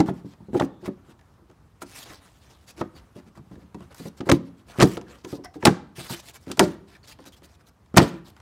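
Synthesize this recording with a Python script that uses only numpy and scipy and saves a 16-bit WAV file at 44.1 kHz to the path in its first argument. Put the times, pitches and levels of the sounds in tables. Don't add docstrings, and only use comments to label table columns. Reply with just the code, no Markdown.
import sys
import numpy as np
from scipy import signal
from scipy.fft import rfft, irfft, next_fast_len
from scipy.io import wavfile
from scipy.ndimage import uniform_filter1d, map_coordinates

SR = 44100
rng = np.random.default_rng(int(sys.argv[2]) if len(sys.argv) > 2 else 0)


def master_out(mix):
    frames = np.transpose(np.atleast_2d(mix))
    ceiling = np.clip(frames, -1, 1)
    pcm = np.round(ceiling * 32767).astype(np.int16)
    wavfile.write(sys.argv[1], SR, pcm)


def field_ratio(decibels):
    return 10 ** (np.asarray(decibels, dtype=float) / 20)


N = 370881
TAILS = 8


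def unit(x):
    return x / np.sqrt(np.mean(x ** 2) + 1e-20)


def along(points, hz):
    f, v = np.transpose(points)
    return np.interp(np.log(hz + 1), np.log(f + 1), v)


def wobble(rate, size):
    knots = rng.standard_normal(int(size * rate / SR) + 4)
    return map_coordinates(knots, [np.arange(size) * rate / SR])


def noise(size, colour_db):
    m = next_fast_len(size)
    hz = np.fft.rfftfreq(m, 1 / SR)
    spectrum = rfft(rng.standard_normal(m)) * field_ratio(colour_db(hz))
    return unit(irfft(spectrum, m)[:size])


def ring(hz, db, t60, t, rise, stray):
    luck = rng.standard_normal((2, len(hz)))
    level = field_ratio(db + 2.6 * luck[0])[:, None] * field_ratio(-60 * t / t60[:, None])
    pitch_hz = hz * (1 + stray * luck[1])
    x = (level * np.sin(2 * np.pi * pitch_hz[:, None] * t)).sum(axis=0)
    x = x * (1 - np.exp(-t / rise))
    return x / np.abs(x).max()


def add(tracks, index, s, sound):
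    part = tracks[index % TAILS, round(s * SR):][:len(sound)]
    part += sound[:len(part)]


def patches(x, depth_db):
    z = signal.stft(x, nperseg=256)[2]
    field = uniform_filter1d(rng.standard_normal(z.shape), 7, 0)
    field = uniform_filter1d(field, 9, 1)
    return signal.istft(z * field_ratio(depth_db * unit(field)), nperseg=256)[1][:N]


# pitch_hz, level_db
PANEL_MODES = [(145, -7.5), (178, -1), (210, -2), (250, -4), (285, -2.5), (335, 0.5), (370, -3.5),
               (435, -8.5), (520, -8.5), (610, -19.5), (720, -20.5), (860, -19)]
# start_s, peak_db, tilt_db_per_octave, t60_s
BLOWS = [(4.269, -21.5, 8.5, .13), (4.293, -10, 0.4, 0.24), (4.319, -4, 1.5, 0.087),
         (4.786, -15, -3.5, 0.14), (4.802, -13.5, 10.5, 0.13), (4.825, -3.3, 3.5, 0.099),
         (4.84, -1.5, 3.8, 0.051), (4.853, -10, 9, 0.051), (5.633, -20, 9, 0.079), (5.654, -8, 8.5, .17),
         (5.668, -11, 5.5, 0.082), (5.677, -10, -4, 0.065), (5.706, -15, -8, .096), (6.582, -24, 8, 0.2),
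         (6.596, -10, 9.5, .2), (6.61, -8, 9, 0.12), (6.635, -20, -12, 0.23), (7.942, -18.5, 1.5, 0.09),
         (7.968, -4.5, -7, 0.12), (7.984, -1.8, 0.5, 0.046), (7.998, -12.5, 2.5, 0.31), (8.02, -6, 8, 0.05)]
# start_s, peak_db, tilt_db_per_octave
PUSHES = [(.001, -6, 1.5), (.087, -14, -4.5), (.247, -28, -3.5), (.532, -21, 5), (.547, -15, 8),
          (.555, -14.5, 7), (.598, -26, 24), (.607, -13.5, 5.5), (.627, -14.5, -1), (.878, -19.5, -1.5),
          (2.811, -17.5, 6.5), (4.055, -27, 4.5), (4.204, -23, 5), (4.971, -23.5, 11.5), (5.328, -22.5, 6),
          (6.105, -26.5, -5), (6.472, -28.5, 2), (6.502, -24.5, -2)]
# start_s, peak_db, tilt_db_per_octave
NUDGES = [(.405, -37.5, -13), (.485, -32.5, 1.5), (.827, -35, 5), (1.085, -42.5, -4), (1.42, -47, -3),
          (1.495, -46.5, 8), (1.822, -31.5, 3.5), (2.781, -38, 10.5), (3.161, -34, -1), (3.265, -44, 1.5),
          (3.375, -40, -4), (3.394, -39, -19), (3.512, -35, -1.5), (3.562, -38, -2), (3.621, -41, -2),
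          (3.747, -28.5, 1.5), (3.807, -35, -7), (4, -32, 3), (5.246, -31, 9), (5.385, -32.5, 5),
          (5.558, -32.5, 7.5), (5.982, -31.5, -3.5), (7.189, -40.5, 8), (7.262, -42, 4.5),
          (7.419, -46.5, 6)]
FOCUS_DB = 1.5
BLOW_RISE_S, PUSH_RISE_S, NUDGE_RISE_S = .0022, .0031, .0026
PUSH_T60_S, NUDGE_T60_S = .098, .14


def thumps(t):
    tracks = np.zeros((TAILS, N))
    hz, mode_db = np.transpose(PANEL_MODES)
    octaves = np.log2(hz / 250)
    events = [(*row, BLOW_RISE_S) for row in BLOWS]
    events += [(*row, PUSH_T60_S, PUSH_RISE_S) for row in PUSHES]
    events += [(*row, NUDGE_T60_S, NUDGE_RISE_S) for row in NUDGES]
    for i, (s, db, tilt_db, t60, rise) in enumerate(events):
        life = t60 * (250 / hz) ** 0.33
        struck_db = mode_db + (tilt_db - FOCUS_DB * octaves) * octaves
        add(tracks, i, s, field_ratio(db) * ring(hz, struck_db, life, t, rise, stray=.04))
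    return tracks


# start_s, pitch_hz, peak_db, t60_s
POPS = [(.594, 680, -19, .03), (.625, 340, -17, .06), (.098, 600, -31, .08), (3.17, 600, -47, .15),
        (3.365, 340, -45, .08), (4.291, 520, -11, .04), (4.299, 560, -10, .045), (4.301, 1050, -14, .03),
        (4.3215, 270, -2, .05), (4.358, 300, -24, .12), (4.814, 1100, -11, .03), (4.812, 190, -13, .06),
        (5.33, 350, -26, .09), (5.37, 1000, -48, .1), (5.673, 300, -6, .04), (5.674, 560, -11, .03),
        (5.678, 190, -8, .07), (5.708, 310, -18, .05), (6.128, 340, -34, .12), (6.285, 340, -51, .2),
        (6.597, 360, -12, .05), (6.608, 350, -7, .07), (6.628, 600, -19, .1), (7.979, 330, -8, .04),
        (7.99, 600, -15, .03), (8.012, 320, -10, .07), (8.14, 330, -38, .3), (.002, 210, -13, .12),
        (3.375, 1150, -42, .05), (3.514, 1200, -47, .06), (3.806, 1100, -45, .05), (4.057, 1000, -41, .05),
        (5.327, 1250, -43, .06), (.543, 650, -25, .04), (6.67, 580, -36, .2)]


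def pops(t):
    tracks = np.zeros((TAILS, N))
    for i, (s, pop_hz, db, t60) in enumerate(POPS):
        tone = np.sin(2 * np.pi * pop_hz * t) * (1 - np.exp(-t / BLOW_RISE_S))
        add(tracks, i, s, field_ratio(db - 60 * t / t60) * tone)
    return tracks


# pitch_hz, sharpness, level_db
POCKET = [(80, 9, -14), (107, 30, -19)]


def pocket(boom):
    return sum(field_ratio(db) * signal.lfilter(*signal.iirpeak(hz, sharp, SR), boom) for hz, sharp, db in POCKET)


# pitch_hz, level_db
RIB_MODES = [(620, -1), (700, 0.5), (800, 0.5), (950, 2), (1190, 0.5), (1290, -1.5), (1470, -4.5),
             (1690, -2), (1920, 1), (2300, 1), (2750, -4)]
# pitch_hz, level_db_per_hz
SNAP_COLOUR = [(500, -21), (1500, -1), (3000, 6.5), (7000, 6), (10000, 2), (16500, -9)]
# start_s, snap_peak_db, snap_tilt_db_per_octave, clack_peak_db
SNAPS = [(4.2905, -19, -3, -6.5), (4.2961, -11.5, -3.5, -13), (4.3, -11, -8.5, -23),
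         (4.316, -3.5, -10.5, -12.5), (4.3215, -12, 4.5, -21), (4.7946, -16.5, -28.5, -18.5),
         (4.801, -10.5, -8, -17), (4.808, -6.5, -15, -10.5), (4.8152, -8, -5.5, -12.5),
         (4.823, -5, -2.5, -4.5), (4.829, -5.5, -2, -21.5), (4.8368, -15, -5, -16.5),
         (5.6271, -26, -17, -21.5), (5.6532, 1.5, 0.5, -6), (5.666, -16, -1.5, -9),
         (5.672, -5.5, -2.5, -5.5), (5.6786, -17.5, -19, -20), (6.5725, -28.5, 2.5, -32),
         (6.5945, 3, 0.4, -5.5), (6.598, -18, -4, -10), (6.6062, -30.5, -7.5, -15),
         (7.9418, -38.5, -6, -30), (7.966, -14.5, -5, -14), (7.9719, -1, 8, 3), (7.976, -1, 0, -15.5),
         (7.9814, 3.5, -7.5, -9), (8.0005, -36, -8.5, -10.5)]
# time_s, clack_tilt_db_per_octave, share_reaching_the_space_db
KNOCKS = [
    (4.3, -1, -8),
    (4.82, -2, -3),
    (5.66, -2.5, 0.1),
    (6.6, -2.5, 0.1),
    (7.98, -2.5, .5),
]
# start_s, snap_peak_db, snap_tilt_db_per_octave, clack_peak_db
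TAPS = [(.001, -16.5, -6, -11.5), (0.061, -37, -2.5, -37), (.0855, -56, -2.5, -19.5),
        (0.547, -41, -28, -23.5), (.5984, -19, -9, -13), (.6094, -51, -11, -13.5), (0.622, -18.5, -32, -30),
        (.879, -45, 9, -30.5), (1.8188, -29.5, -1, -27), (1.826, -29.5, 6, -44),
        (2.8134, -23.5, -12, -20.5), (2.815, -31, -12, -33), (3.3749, -46, 2.5, -40), (3.5152, -50, 7, -44),
        (3.7457, -39, -4, -37.5), (3.806, -46.5, -1, -44.5), (3.9461, -36, 4, -44.5),
        (4.0, -40.5, -1, -42.5), (4.057, -45, -4.5, -40), (4.207, -26.5, -12, -33),
        (4.265, -42.5, -10.5, -38), (4.971, -24, -10.5, -43), (4.9748, -32.5, 2, -29),
        (5.0135, -33, -8, -42), (5.248, -26.5, -7, -36), (5.3261, -49, 2.5, -39), (5.4471, -28, 4, -33.5),
        (6.467, -44.5, -6, -44), (6.516, -16.5, -0.8, -32), (7.189, -42, -13, -41.5)]
# start_s, peak_db
TICKS = [(0.3363, -44.5), (1.192, -50), (1.212, -53), (1.34, -62), (1.499, -49), (1.513, -51.5),
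         (2.2523, -53), (3.5553, -48), (5.4407, -42.5), (5.5418, -41), (7.2408, -45), (7.4209, -50),
         (8.271, -50), (8.366, -44), (8.401, -44), (7.861, -55), (2.417, -56), (2.594, -60)]
SNAP_HZ, SNAP_T60_S, SNAP_RISE_S = 1240, .02, .004
TAP_HZ, TAP_T60_S, TAP_RISE_S = 1000, .024, .0015
DEEPER_PER_DB = .012
TICK_HZ, TICK_T60_S, TICK_TILT_DB, TICK_CLACK_DB = 1200, .022, -5.5, -1.5
LEAD = .003


def clicks(t):
    tracks, fronts = np.zeros((2, TAILS, N))
    hz, mode_db = np.transpose(RIB_MODES)
    size = len(t)
    grid_hz = np.fft.rfftfreq(size, 1 / SR)
    after = np.clip(t - LEAD, 0, None)
    creep = field_ratio(-60 * np.clip(LEAD - t, 0, None) / .005)
    events = []
    for row in SNAPS:
        knock = min(KNOCKS, key=lambda k: abs(k[0] - row[0]))
        events.append((*row, SNAP_HZ, SNAP_T60_S, SNAP_RISE_S, *knock[1:]))
    for s, snap, tilt, clack in TAPS:
        centre = TAP_HZ * np.exp(DEEPER_PER_DB * (snap - clack))
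        events.append((s, snap, tilt, clack, centre, TAP_T60_S, TAP_RISE_S, 0, 0))
    for s, db in TICKS:
        events.append((s, db, TICK_TILT_DB, db + TICK_CLACK_DB, TICK_HZ, TICK_T60_S, TAP_RISE_S, 0, 0))

    for i, (s, snap_db, tilt_db, clack_db, centre_hz, t60, rise, lean_db, far_db) in enumerate(events):
        colour = lambda f: along(SNAP_COLOUR, f) + tilt_db * np.log2((f + 1500) / 4500)
        delay = np.exp(-2j * np.pi * grid_hz * LEAD)
        front = unit(irfft(field_ratio(colour(grid_hz)) * delay, size)) / np.sqrt(size)
        duller = lambda f: colour(f) - 3.7 * np.log2(1 + f / 3000)
        rattle_db = 6.8 * wobble(900, size) - 75 * after / t60
        rattle = noise(size, duller) * field_ratio(rattle_db) * creep
        crack = rattle / np.linalg.norm(rattle) + 0.51 * front
        gain = field_ratio(snap_db) / np.abs(crack).max()
        octaves = np.log2(hz / centre_hz)
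        near_db = mode_db - 9 * octaves ** 2 + lean_db * octaves
        life = t60 * (1000 / hz) ** 0.32
        clack = field_ratio(clack_db) * ring(hz, near_db, life, after, rise, stray=.056)
        start = max(s - LEAD, 0)
        add(tracks, i, start, gain * crack + clack)
        add(fronts, i, start, field_ratio(far_db) * (gain * front + 1.19 * clack))
    return tracks, fronts


# pitch_hz, level_db_per_hz
SKIN = [(200, -7), (700, -3), (2000, -1), (8000, 0), (16000, -4.5)]
# start_s,
# length_s, level_db, swell_db (start to end)
PALM = [(0, 0.039, -66.5, -41), (0.062, 0.043, -45, -4), (0.125, 0.088, -61, -14), (0.527, 0.059, -47, 13),
        (0.804, 0.047, -59, 10), (0.846, 0.028, -41, 4), (1.05, .04, -60.5, 1), (1.094, 0.033, -55.5, -11),
        (2.199, 0.082, -62, 0), (2.763, 0.054, -48.5, 14), (3.15, 0.053, -55.5, -1),
        (3.351, 0.04, -58.5, -13), (3.511, 0.039, -62, 1), (3.778, 0.079, -61, 0),
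        (3.903, 0.032, -56.5, -4), (4.253, 0.04, -49.5, 1), (4.718, 0.085, -51, 11),
        (5.059, .102, -56.5, 11), (5.44, 0.023, -50, -10), (5.6, 0.055, -51.5, 16),
        (6.46, 0.061, -50.5, 8.5), (6.61, .14, -46, -22), (7.591, 0.028, -61, 1), (7.953, .017, -44, 12),
        (8.0, .2, -49, -32), (8.363, .029, -61, -8.5), (3.595, .04, -62.5, -6), (3.258, 0.036, -64, 0.1)]
# start_s, length_s, level_db, swell_db (start to end)
FINGERS = [(0.595, .06, -55, 0), (1.812, .025, -50, -1.5), (1.846, 0.12, -55.5, 14.5),
           (1.951, 0.09, -45.5, -1.5), (2.166, .49, -69, -5), (2.668, .045, -51, 5), (3.939, .15, -53.5, 8),
           (4.772, 0.023, -47.5, 26.5), (4.859, .105, -48, -12), (5.267, .108, -54, -4),
           (5.954, .135, -46, -5), (6.088, .06, -38.5, -1.3), (6.145, .063, -49.5, 0.5),
           (6.225, .05, -52, -0.5), (6.276, .037, -48, -11.5), (6.336, .036, -48.5, -3.5),
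           (6.4, .06, -66.5, 2.5), (6.573, .02, -55, -4), (7.069, .063, -49.5, 0), (7.256, .035, -53, -17),
           (7.322, .028, -57, -6), (7.36, .03, -63.5, -10), (7.433, .033, -56, -15),
           (7.662, .035, -64.5, -7), (8.247, .06, -58.5, -4)]
# start_s,
# length_s, level_db, swell_db (start to end)
BRUSHES = [(2.043, 0.067, -50, 6), (2.097, .1, -53, -22), (2.407, 0.14, -62.5, -9),
           (2.947, 0.056, -59.5, -11), (4.17, 0.026, -55.5, -1), (4.663, 0.058, -54, 18),
           (5.239, 0.022, -55, -2), (5.539, 0.032, -56.5, -6), (6.871, 0.09, -60.5, -2),
           (7.032, 0.028, -58.5, 0), (4.448, .04, -61, 6), (4.57, .05, -66, -3), (7.19, .05, -63, -3),
           (7.47, .09, -65, 2.5), (2.49, .05, -63, -3), (2.23, .08, -64, -5), (6.945, .025, -60, 1.5),
           (.25, .09, -64, -4), (5.16, .06, -63, -4), (4.325, .05, -44, -26), (4.835, .03, -38, -8),
           (8.012, .03, -38, -6), (6.622, .03, -40, -6), (5.27, .1, -60, 0.1)]
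PALM_TILT_DB, PALM_BAND_HZ = -6, 1200
FINGER_TILT_DB, FINGER_BAND_HZ = -2.5, 4300
BRUSH_TILT_DB, BRUSH_BAND_HZ = -5, 4200
BAND_SCATTER = .1
EASE_IN = .15


def rubs():
    tracks = np.zeros((TAILS, N))
    strokes = [(*row, PALM_TILT_DB, PALM_BAND_HZ) for row in PALM]
    strokes += [(*row, FINGER_TILT_DB, FINGER_BAND_HZ) for row in FINGERS]
    strokes += [(*row, BRUSH_TILT_DB, BRUSH_BAND_HZ) for row in BRUSHES]
    for i, (start, length, db, swell_db, tilt_db, kind_hz) in enumerate(strokes):
        band_hz = kind_hz * np.exp(BAND_SCATTER * rng.standard_normal())
        size = round((length + .014) * SR)
        u = np.arange(size) / SR
        ease = .017 + EASE_IN * length
        band = noise(size, lambda f: -25 * np.log2((f + 1) / band_hz) ** 2)
        hiss = noise(size, lambda f: along(SKIN, f) + tilt_db * np.log2((f + 300) / 5000))
        hiss = hiss + field_ratio(-8 + 2.2 * wobble(25, size)) * band
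        slips_db = 1.5 * wobble(35, size) + 2.6 * wobble(500, size)
        course_db = np.linspace(db - swell_db / 2, db + swell_db / 2, size)
        ends = np.clip(np.minimum(u / ease, u[::-1] / .012), 0, 1)
        ends = np.sin(np.pi / 2 * ends) ** 2
        add(tracks, i, max(start - .008, 0), field_ratio(course_db + slips_db) * ends * hiss)
    return tracks


# start_s, end_s, pitch_hz, level_db
DRAGS = [(.46, .52, 4130, -70), (.68, .87, 3520, -68), (5.065, 5.11, 1620, -56), (5.1, 5.175, 524, -48),
         (5.13, 5.16, 1200, -48), (5.438, 5.47, 5370, -43), (5.445, 5.49, 2000, -48.5),
         (5.45, 5.56, 733, -47), (2.95, 3.0, 4700, -56), (2.672, 2.715, 4700, -52),
         (2.672, 2.715, 6700, -54), (6.95, 6.98, 1750, -54), (6.95, 6.98, 2350, -56),
         (7.03, 7.06, 4450, -58), (7.26, 7.3, 3900, -52), (7.325, 7.36, 3300, -57), (5.44, 5.47, 1550, -46),
         (.4, .46, 900, -56)]


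def drags():
    tracks = np.zeros((TAILS, N))
    for i, (start, end, hz, db) in enumerate(DRAGS):
        u = np.linspace(0, 1, round((end - start) * SR))
        song = noise(len(u), lambda f: -20 * np.log10(1 + ((f - hz) / (0.05 * hz)) ** 2))
        add(tracks, i, start, field_ratio(db) * u ** .25 * (1 - u) * song)
    return tracks


# pitch_hz, t60_s
SPACE = [(80, 0.2), (210, 0.36), (560, 0.23), (1500, 0.26), (4000, 0.22), (10000, 0.115), (16000, 0.09)]


def space(tracks):
    hz, t, z = signal.stft(rng.standard_normal((TAILS, SR // 2)), SR, nperseg=256)
    fall_db = -60 * t / along(SPACE, hz)[:, None]
    fall = field_ratio(3.3 * fall_db) + field_ratio(0.53 * fall_db - 14.5)
    tails = signal.istft(z * fall, SR, nperseg=256)[1]
    tails = tails / np.linalg.norm(tails, axis=1, keepdims=True)
    tails = np.pad(tails, ((0, 0), (130, 0)))
    m = next_fast_len(N + SR)
    return irfft((rfft(tracks, m) * rfft(tails, m)).sum(axis=0), m)[:N]


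# pitch_hz, level_db_per_hz
RUMBLE = [(15, -47.5), (25, -22), (64, 4), (99, 0), (489, -17.5), (1160, -19), (2280, -31), (8590, -39.5),
          (16000, -45.5)]
AIR_DB = -56
DRONE_HZ, DRONE_DB = 1150, -27


def air():
    level_db = AIR_DB + .9 * wobble(.7, N) + 1.1 * wobble(3, N) + .7 * wobble(12, N)
    drone = noise(N, lambda f: -20 * np.log10(1 + ((f - DRONE_HZ) / 25) ** 2))
    drone = field_ratio(DRONE_DB + 2.5 * wobble(2.5, N)) * drone
    rumble = patches(noise(N, lambda f: along(RUMBLE, f)), depth_db=1.5)
    return field_ratio(level_db) * (rumble + drone)


def scene():
    t = np.arange(SR // 4) / SR
    boom = thumps(t) + pops(t)
    snaps, fronts = clicks(t[:SR // 10])
    strokes = rubs() + drags()
    wet = space(field_ratio(-9) * boom + field_ratio(-10.5) * fronts + field_ratio(-8) * strokes)
    hand = patches(strokes.sum(axis=0), depth_db=3.0)
    panel = boom.sum(axis=0)
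    mix = panel + field_ratio(6.0) * pocket(panel) + snaps.sum(axis=0) + hand + wet + air()
    return mix[None]


def roll_off(x):
    return signal.sosfilt(signal.butter(12, 16480, fs=SR, output="sos"), x)


def record(dry):
    bass_cut = signal.butter(3, 45, "high", fs=SR, output="sos")
    top_cut = signal.cheby2(10, 50, 16650, fs=SR, output="sos")
    x = signal.sosfilt(bass_cut, dry)
    held = x / (1 + np.abs(x / .99) ** 16) ** (1 / 16)
    return roll_off(signal.sosfilt(top_cut, held))


dry = scene()
out = record(dry)
master_out(out)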